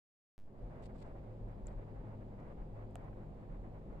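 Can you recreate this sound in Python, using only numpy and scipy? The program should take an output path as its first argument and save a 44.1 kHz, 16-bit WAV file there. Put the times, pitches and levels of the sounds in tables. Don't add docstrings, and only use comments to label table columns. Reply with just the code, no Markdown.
import sys
import numpy as np
from scipy import signal
from scipy.fft import rfft, irfft
from scipy.io import wavfile

SR = 44100
rng = np.random.default_rng(int(sys.argv[2]) if len(sys.argv) > 2 else 0)


def file_out(sig):
    cols = np.atleast_2d(sig).T
    lim = np.clip(cols, -1, 1)
    pcm = np.round(lim * 32767).astype(np.int16)
    wavfile.write(sys.argv[1], SR, pcm)


N = 176400
T, HZ = np.arange(N) / SR, np.fft.rfftfreq(N, 1 / SR)


def amp(db):
    return 10 ** (np.asarray(db) / 20)


def unit(x):
    return x / np.sqrt(np.mean(x ** 2) + 1e-30)


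def curve(points):
    freq_hz, value = np.transpose(points)
    return np.interp(np.log(HZ + 1), np.log(freq_hz), value)


def pan(left_minus_right_db):
    return amp(np.array([[.5], [-.5]]) * left_minus_right_db)


def noise(gain):
    return unit(irfft(rfft(rng.standard_normal(N)) * gain, N))


def band(hz, width_hz):
    return noise(1 / (1 + ((HZ - hz) / width_hz) ** 2 * 2))


def waver(hz, width_hz):
    narrow = band(hz, width_hz)
    return unit(narrow / (abs(signal.hilbert(narrow)) + .8))


def near_mono(make, side_db=-16.5):
    return make() + np.array([[1], [-1]]) * amp(side_db) * make()


def snags(per_s, spread_db):
    size = amp(spread_db * np.minimum(rng.exponential(1, (2, N)), 4))
    return rng.standard_normal((2, N)) * size * (rng.random((2, N)) < per_s / SR)


def stroke(start_s, length_s, rise_s, fall_s):
    return np.clip((T - start_s) / rise_s, 0, 1) * np.clip((start_s + length_s - T) / fall_s, 0, 1)


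def ping(start_s, hz, rise_s):
    age_s = np.clip(T - start_s, 0, .05)
    return (age_s / rise_s * np.exp(1 - age_s / rise_s)) ** 2 * np.sin(2 * np.pi * hz * age_s)


# freq_hz, coherence
COHERENCE = [(60, 0.8), (130, 1), (290, 0.89), (640, 0.6), (1410, 0.19), (6000, 0.045)]
# freq_hz, left_minus_right_db
BALANCE = [(200, 3), (330, -1.5), (450, -1), (590, 0.5), (820, -5.5), (1050, 0.5), (1800, -0.5), (2500, 1),
           (3200, -1.5), (4400, 3), (12000, -3)]
def diffuse(pair, spectrum, left_delay_s=.00025):
    common, separate = rfft(pair)
    coherence = curve(COHERENCE)
    left = common * np.exp(-2j * np.pi * HZ * left_delay_s)
    right = coherence * common + np.sqrt(1 - coherence ** 2) * separate
    return unit(irfft(np.array([left, right]) * amp(curve(spectrum)) * pan(curve(BALANCE)), N))


# freq_hz, gain_db
AIR_SPECTRUM = [(15, 3.5), (60, 0), (90, -9.5), (130, 0), (180, -7.5), (240, -6), (290, -8.5), (370, -8.5),
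                (560, -9.5), (750, -15), (1000, -21), (1400, -32), (2100, -35.5), (3000, -42.5),
                (4300, -47.5), (6500, -59), (16000, -76.5)]
def air(level_db=-52):
    return amp(level_db) * diffuse(rng.standard_normal((2, N)), AIR_SPECTRUM)


# time_s, level_db
DRONE_ENVELOPE = [(.49, -65), (0.55, -53.5), (.8, -54), (1.1, -59.5), (1.23, -55.5), (1.27, -49),
                  (1.52, -54), (1.62, -67), (1.72, -55), (1.96, -55), (2.02, -67), (2.08, -50.5),
                  (2.52, -63), (2.82, -52), (3.5, -61), (3.67, -55.5), (4.0, -64.5)]
# pitch_hz, width_hz, level_db
DRONE_TONES = [(77.4, 8, -68), (154.9, 8, -63), (203.1, 8.2, -63), (248.2, 10, -68), (368, 22, -71),
               (511, 8, -75)]
def drone():
    envelope = amp(np.interp(T, *np.transpose(DRONE_ENVELOPE)))

    def hum():
        main = envelope * waver(hz=106.8, width_hz=5)
        return main + sum(amp(db) * band(hz, width_hz) for hz, width_hz, db in DRONE_TONES)
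    return near_mono(hum)


# peak_s, level_db
RUMBLE_SWELLS = [(.64, -45.5), (1.29, -51), (1.45, -46), (1.63, -45), (1.69, -49), (1.775, -43.5),
                 (2.0, -50.5), (2.605, -45), (2.86, -51), (3.52, -46.5), (3.61, -49), (3.93, -45.5)]
def rumble(floor_db=-56, swell_s=.04):
    swells = sum(amp(db) * np.exp(-((T - peak_s) / swell_s) ** 2) for peak_s, db in RUMBLE_SWELLS)
    envelope = np.hypot(amp(floor_db), swells)
    return near_mono(lambda: envelope * waver(hz=41.5, width_hz=10))


# start_s, length_s, gain_db
RUSTLE_AND_LICKS = [(.37, 0.06, 3), (0.466, 0.043, -0.5), (0.531, 0.16, -6.5), (0.689, .16, 2),
                    (0.882, 0.045, 1.5), (0.94, .035, -1), (1.004, 0.13, 1.5), (1.144, 0.064, 1),
                    (1.225, 0.12, -4.5), (1.466, 0.085, -0.5), (1.568, 0.046, -6), (1.645, 0.11, 1),
                    (1.766, 0.084, 1.5), (1.86, 0.072, -1.5), (1.933, 0.098, -1), (2.026, 0.14, 1),
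                    (2.196, 0.05, 0.5), (2.296, 0.066, -3.5), (2.37, 0.17, 2.5), (2.569, 0.071, 1.5),
                    (2.748, 0.108, 2.6), (2.965, 0.137, 3.3), (3.115, 0.037, -0.5), (3.155, 0.1, -1.5),
                    (3.362, 0.101, -2.5), (3.481, 0.099, -1), (3.63, 0.05, 1), (3.73, 0.064, -0.5),
                    (3.89, 0.25, -0.5)]
# freq_hz, gain_db
FUR_SPECTRUM = [(100, -21), (300, -6), (600, 2), (1000, -3.5), (1400, -10.5), (2100, -15.5), (3000, -29),
                (5000, -46.5), (12000, -52.5)]
def rustle_and_licks(level_db=-62):
    envelope = sum(amp(db) * stroke(start_s, length_s, rise_s=.015, fall_s=.016)
                   for start_s, length_s, db in RUSTLE_AND_LICKS)
    rasp = snags(per_s=5000, spread_db=1.5)
    return amp(level_db) * envelope * diffuse(rasp, FUR_SPECTRUM)


# start_s, length_s, gain_db
SWISH_STROKES = [(.816, .038, -1.5), (.847, .026, 2), (.935, .04, -11), (.968, .046, -6), (1.009, 0.028, 1),
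                 (1.023, 0.066, -14), (1.665, 0.027, -3), (1.695, .045, -16), (2.953, 0.022, -5)]
# freq_hz, gain_db
HAIR_SPECTRUM = [(500, -14), (2000, 3.5), (4400, 1), (5800, -7.5), (8000, -10.5), (9500, -14.5),
                 (10500, -25), (16000, -36)]
def swishes(crackle_db=-70, fizz_db=-89, fizz_end_s=.9):
    effort = sum(amp(db) * stroke(start_s, length_s, rise_s=.49 * length_s, fall_s=.0093)
                 for start_s, length_s, db in SWISH_STROKES)
    port_hz, port_width_hz, port_peak_db = 7680, 550, 10.5
    port_db = np.outer([1, 0], port_peak_db / (1 + ((HZ - port_hz) / port_width_hz) ** 2))
    hairs = snags(per_s=5000, spread_db=2)
    crackle = unit(irfft(rfft(hairs) * amp(curve(HAIR_SPECTRUM) + port_db), N))
    fizz = np.array([band(hz=9500, width_hz=2500) for _ in "LR"]) * (T < fizz_end_s)
    return pan(left_minus_right_db=5) * effort * (amp(crackle_db) * crackle + amp(fizz_db) * fizz)


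# start_s, level_db, pitch_hz, left_minus_right_db
SALIVA_TICKS = [(1.66, -64, 6500, 14), (1.666, -60, 7800, 14), (1.6695, -42.3, 7400, 26),
                (1.701, -67, 8400, 5), (2.3005, -74, 7000, 2), (2.4001, -72, 7300, 1),
                (2.4028, -67, 5400, 12), (2.9105, -66.5, 8500, -11), (3.0415, -70, 7000, 10)]
def saliva(splash_gain_db=-23, splash_decay_s=.0007):
    ticks = np.zeros((2, N))
    for start_s, db, hz, pan_db in SALIVA_TICKS:
        splash = rng.standard_normal((2, N)) * (T > start_s) * np.exp(-abs(T - start_s) / splash_decay_s)
        rise_s = .00057 * 2 ** ((db + 44) / 11.5)
        burst = unit(pan(pan_db)) * ping(start_s, hz, rise_s) / np.sqrt(2)
        ticks += amp(db) * (burst + amp(splash_gain_db) * splash)
    return ticks


# pitch_hz, level_db, rise_s, delay_s, left_minus_right_db
MOUTH_MODES = [(680, -43.5, .0012, .0014, -9), (700, -55, 0.0042, .0028, -2),
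               (750, -47, 0.00052, .0001, 13), (1460, -54.5, 0.00062, .0012, -17),
               (2720, -48, 0.00033, 0.00037, 6.5), (7870, -49, 0.00019, 0.0002, 8.5),
               (11000, -59.5, 0.00021, 0.000295, -15)]
def smack(start_s=2.9555):
    return sum(amp(db) * pan(pan_db) * ping(start_s + delay_s, hz, rise_s)
               for hz, db, rise_s, delay_s, pan_db in MOUTH_MODES)


def scene():
    return rustle_and_licks() + swishes() + saliva() + smack() + air() + drone() + rumble()


# freq_hz, gain_db
LEFT_HISS_SPECTRUM = [(1000, -16), (6000, -15), (6700, -7.5), (7250, -3.5), (7800, -6), (8500, -11.5),
                      (10000, -14), (16000, -14)]
RIGHT_HISS_SPECTRUM = [(1000, -14), (6500, 0.5), (8800, -0.5), (9700, -2), (10300, -2), (11000, -1),
                       (12300, -2.5), (16000, -1)]
def record(dry):
    whine_hz, whine_db, whine_end_s = 4800, -98, 3.05
    open_s, step_s, fade_s = .38, .01, .27
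    offset_decay_s, cutoff_hz = .044, 15700
    left_hiss = amp(-90.5) * noise(amp(curve(LEFT_HISS_SPECTRUM)))
    right_hiss = amp(-91.5) * noise(amp(curve(RIGHT_HISS_SPECTRUM)))
    whine = amp(whine_db) * np.sqrt(2) * np.sin(2 * np.pi * whine_hz * T) * (T < whine_end_s)
    self_noise = np.array([left_hiss + whine, right_hiss])
    offset = .07 * np.exp(-np.maximum(T - open_s, 0) / offset_decay_s)
    gain = np.clip(np.ceil((T - open_s) / step_s) * step_s / fade_s, 0, 1)
    faded = (dry + offset) * gain + self_noise * np.sqrt(gain)
    low_pass = signal.firwin(511, cutoff_hz, window=("kaiser", 9), fs=SR)
    return signal.oaconvolve(faded, low_pass[None], "same")


dry = scene()
out = record(dry)
file_out(out)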